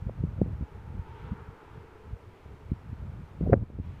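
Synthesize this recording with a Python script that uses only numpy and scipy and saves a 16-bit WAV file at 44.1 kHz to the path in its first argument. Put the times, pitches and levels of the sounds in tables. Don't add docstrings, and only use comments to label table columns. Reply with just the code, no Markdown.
import sys
import numpy as np
from scipy import signal
from scipy.fft import rfft, irfft
from scipy.io import wavfile
from scipy.ndimage import uniform_filter1d, minimum_filter1d

SR = 44100
rng = np.random.default_rng(int(sys.argv[2]) if len(sys.argv) > 2 else 0)


def unload_wav(signal):
    wavfile.write(
        sys.argv[1],
        SR,
        np.round(np.clip(np.atleast_2d(signal).T, -1, 1) * 32767).astype(np.int16),
    )


N = 176400

# f/Hz, relative density/dB
VALLEY_SPECTRUM = [(30, 9), (100, -7.5), (250, -2), (430, 0.5), (560, -3.5), (720, -5.5), (870, -3.5),
                   (1400, -15), (2300, -13.5), (3000, -19.5), (4500, -27), (9000, -35), (15500, -38.5)]
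# f/Hz, relative density/dB
RUSH_SPECTRUM = [(150, -7), (350, 6), (550, -18), (760, -1.5), (910, 5), (1080, -0.5), (1350, 3),
                 (1900, -8.5), (2600, -19.5), (5000, -36), (12000, -64)]
# t/s, level/dB
RUSH_ENVELOPE = [(0, -61.5), (.95, -59.5), (1.3, -53.5), (1.88, -58), (2.3, -64.5), (2.8, -61), (4, -64)]
# f/Hz, relative density/dB
HISS_SPECTRUM = [(1000, -15.5), (1600, 6), (3300, 2.5), (4500, -13.5), (15000, -34.5)]
# t/s, level/dB
HISS_PEAKS = [(1.215, -63), (1.759, -71.5), (2.42, -72), (3.93, -69)]
# t/s, f/Hz, level/dB
WHISTLE_TRACK = [(.45, 834, -79), (0.681, 855.6, -64.5), (0.953, 888, -67.5), (1.02, 898, -65),
                 (1.06, 906, -54), (1.55, 947, -68), (1.8, 944, -76)]
# t/s, level/dB
DRONE_ENVELOPE = [(0, -82), (.7, -61.5), (1.3, -56), (2.55, -60.5), (2.9, -72.5), (4, -76)]
# t/s, level/dB
KNOCK_CONTACTS = [(3.5255, -21.5), (3.5320, 1), (3.5382, -3.5)]
# f/Hz, relative level/dB, t60/s
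RING_MODES = [(392, 4.5, 0.0055), (531, -5.5, 0.032), (660, -20, 0.015), (1440, -2, 0.0036),
              (1840, -11, 0.0027)]
# t/s, level/dB
GUST_ENVELOPE = [(0, -45), (.09, -33.5), (.11, -42), (.15, -46), (.19, -33), (.26, -34.5), (.345, -42),
                 (.38, -34.5), (.53, -34), (.57, -42.5), (.63, -36), (.665, -60), (.705, -52), (.74, -40),
                 (.88, -44), (.92, -39.5), (1.0, -38.5), (1.055, -56), (1.1, -45), (1.17, -51), (1.21, -46),
                 (1.3, -39), (1.38, -54.5), (1.415, -38.5), (1.45, -58), (1.49, -40.5), (1.58, -64.5),
                 (1.71, -53.5), (1.75, -43.5), (1.9, -60.5), (2.03, -55), (2.08, -44.5), (2.14, -45.5),
                 (2.19, -61), (2.27, -49), (2.4, -66), (2.45, -48), (2.53, -45), (2.605, -54), (2.7, -39),
                 (2.8, -52.5), (2.9, -41), (2.95, -44.5), (3.02, -38.5), (3.12, -40), (3.22, -41),
                 (3.28, -53), (3.38, -44.5), (3.42, -30.5), (3.51, -29), (3.56, -25.5), (3.63, -31.5),
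                 (3.66, -44.5), (3.79, -32), (3.83, -43), (3.89, -36.5), (4.0, -46.5)]
# f/Hz, relative density/dB
RUMBLE_SPECTRUM = [(20, -20), (45, 3.5), (80, 2.5), (130, -2), (200, -11), (300, -25), (500, -47),
                   (1000, -43), (3000, -77.5)]
# f/Hz, relative density/dB
FLUTTER_SPECTRUM = [(60, -20), (180, 0.5), (350, -7), (550, -9.5), (800, -22), (1500, -39.5), (4000, -78.5)]
# t/s, level/dB, width/ms
EDDY_HITS = [(0.023, -21.5, 4.7), (0.069, -19, 3.06), (0.0958, -30, .6), (0.218, -24, 3), (0.239, -15, 1.7),
             (0.4172, -7, 1.154), (0.4615, -29.5, 1.26), (0.5344, -20, 4.2), (0.611, -23, 2.2),
             (0.626, -21.5, 2.36), (0.9953, -22, 3.8), (1.315, -20, 3.5), (2.132, -22, 6.1),
             (2.7191, -12.5, 2.2), (2.733, -24.5, 2.6), (2.931, -23, 2.66), (3.4116, -16, 1.37),
             (3.4747, -17.5, 1.2), (3.4946, -18, 2.1), (3.5231, -8.5, 3.64), (3.5309, 0, 1.26),
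             (3.5404, -4, 1.12), (3.6255, -17.5, 3.5), (3.635, -20, 1.9), (3.702, -27.5, 1.1),
             (3.789, -22, 1.34), (3.8, -17, 2.33)]
# t/s, level/dB, shedding f/Hz, width/ms
VORTEX_TRAINS = [(.0955, -33.5, 560, 3.5), (.2455, -26, 172, 13.8), (.4235, -22, 194.4, 19.5),
                 (1.322, -28, 206, 11), (1.332, -31, 222, 6.7), (3.436, -23.5, 176.1, 23),
                 (3.468, -35, 654, 5.8), (3.4996, -18, 419, 5.2), (3.5325, -19, 700, 12)]


def undb(db):
    return 10 ** (np.asarray(db) / 20)


def curve(rows):
    return np.interp(np.arange(N) / SR, *np.array(rows).T)


def noise(spectrum):
    hz, db = np.array(spectrum).T
    bins_hz = np.maximum(np.arange(N // 2 + 1) * SR / N, 1)
    shape = undb(np.interp(np.log(bins_hz), np.log(hz), db))
    x = irfft(rfft(rng.standard_normal(N)) * shape, N)
    return x / x.std()


def walk(rate_hz):
    bins_hz = np.arange(N // 2 + 1) * SR / N
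    shape = np.exp(-(bins_hz / rate_hz) ** 2) * (bins_hz > 0)
    x = irfft(rfft(rng.standard_normal(N)) * shape, N)
    return x / x.std()


def bump(t, width_ms):
    return np.exp(-np.log(2) * (2000 * t / width_ms) ** 2)


def breathy(pitch_hz, half_width_hz):
    phase = 2 * np.pi * np.cumsum(pitch_hz) / SR
    return walk(half_width_hz) * np.cos(phase) + walk(half_width_hz) * np.sin(phase)


def valley_air(level_db=-56.5):
    return noise(VALLEY_SPECTRUM) * undb(level_db)


def far_rush(waver_db=.45, swell_half_width_s=.11, drone_hz=434.5, wander_hz=18):
    t = np.arange(N) / SR
    rush = noise(RUSH_SPECTRUM) * undb(curve(RUSH_ENVELOPE) + waver_db * walk(rate_hz=11))
    swells = sum(undb(db) / (1 + ((t - at) / swell_half_width_s) ** 2) for at, db in HISS_PEAKS)
    hiss = noise(HISS_SPECTRUM) * swells
    times_s, whistle_hz, whistle_db = np.array(WHISTLE_TRACK).T
    whistle = breathy(np.interp(t, times_s, whistle_hz), half_width_hz=75)
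    whistle *= undb(np.interp(t, times_s, whistle_db))
    drone = breathy(drone_hz + wander_hz * walk(rate_hz=5.96), half_width_hz=64)
    drone *= undb(curve(DRONE_ENVELOPE))
    return rush + hiss + whistle + drone


def knock(contact_ms=.27, ring_top_hz=2720, crack_ms=.82, crack_top_hz=4400, crack_gain_db=-41.5):
    t = np.arange(N) / SR
    age_s = t[:SR // 10]
    ring = sum(undb(db) * np.sin(2 * np.pi * hz * age_s) * np.exp(-np.log(1000) * age_s / t60_s)
               for hz, db, t60_s in RING_MODES)
    ring = signal.sosfilt(signal.butter(8, ring_top_hz, fs=SR, output="sos"), ring)
    ring /= np.abs(ring).max()
    pushes = sum((-1) ** k * undb(db) * bump(t - at, contact_ms)
                 for k, (at, db) in enumerate(KNOCK_CONTACTS, 1))
    body = signal.fftconvolve(pushes, ring)[:N] / (contact_ms / 1000 * SR)
    edges = sum(undb(db) * bump(t - at, crack_ms) for at, db in KNOCK_CONTACTS)
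    crack = edges * rng.standard_normal(N)
    crack = signal.sosfilt(signal.butter(6, crack_top_hz, fs=SR, output="sos"), crack)
    return body + undb(crack_gain_db) * crack


def whirls():
    t = np.arange(N) / SR
    return sum(undb(db) * bump(t - at, width_ms) * np.cos(2 * np.pi * hz * (t - at))
               for at, db, hz, width_ms in VORTEX_TRAINS)


def eddies(suction_depth=.34, suction_spread=7.1):
    t = np.arange(N) / SR
    return sum(undb(db) * (bump(t - at, width_ms) - suction_depth * bump(t - at, suction_spread * width_ms))
               for at, db, width_ms in EDDY_HITS)


def gusts(puff_s=.035, rumble_scatter_db=3.5, flutter_scatter_db=4):
    strong_gust_db, strong_flutter_db, flutter_db_per_db = -25, -35, 1.76
    gust_db = curve(GUST_ENVELOPE)
    air = noise(RUMBLE_SPECTRUM)
    air /= np.sqrt(uniform_filter1d(air ** 2, int(puff_s * SR)))
    rumble = air * undb(gust_db + rumble_scatter_db * np.tanh(walk(rate_hz=53)))
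    flutter_db = strong_flutter_db + flutter_db_per_db * (gust_db - strong_gust_db)
    flutter = noise(FLUTTER_SPECTRUM) * undb(flutter_db + flutter_scatter_db * np.tanh(walk(rate_hz=32)))
    return rumble + flutter


def mic_port(pressure, cutoff_hz=53.7, q=.97, subsonic_hz=32.4):
    w = 2 * np.pi * cutoff_hz
    x = signal.lfilter(*signal.bilinear([1, 0, 0], [1, w / q, w * w], SR), pressure)
    return signal.sosfiltfilt(signal.butter(2, subsonic_hz, "high", fs=SR, output="sos"), x)


def scene():
    wind = mic_port(gusts() + eddies() + whirls())
    return (wind + knock() + valley_air() + far_rush())[None]


def record(dry):
    threshold_db, ratio, top_hz = -5, 10, 15350
    attack_s, hold_s, release_s = .004, .285, .015
    attack, hold = int(attack_s * SR), int(hold_s * SR) | 1
    target_gain = np.minimum(1, undb(threshold_db) / (np.abs(dry[0]) + 1e-9)) ** (1 - 1 / ratio)
    target_gain = minimum_filter1d(target_gain, attack)
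    duck = 1 - minimum_filter1d(target_gain, hold, origin=hold // 2, mode="nearest")
    pole = np.exp(-1 / (release_s * SR))
    duck = np.maximum(duck, signal.lfilter([1 - pole], [1, -pole], duck))
    gain = 1 - uniform_filter1d(duck, attack)
    return signal.sosfilt(signal.ellip(8, .2, 70, top_hz, fs=SR, output="sos"), dry * gain)


dry = scene()
out = record(dry)
unload_wav(out)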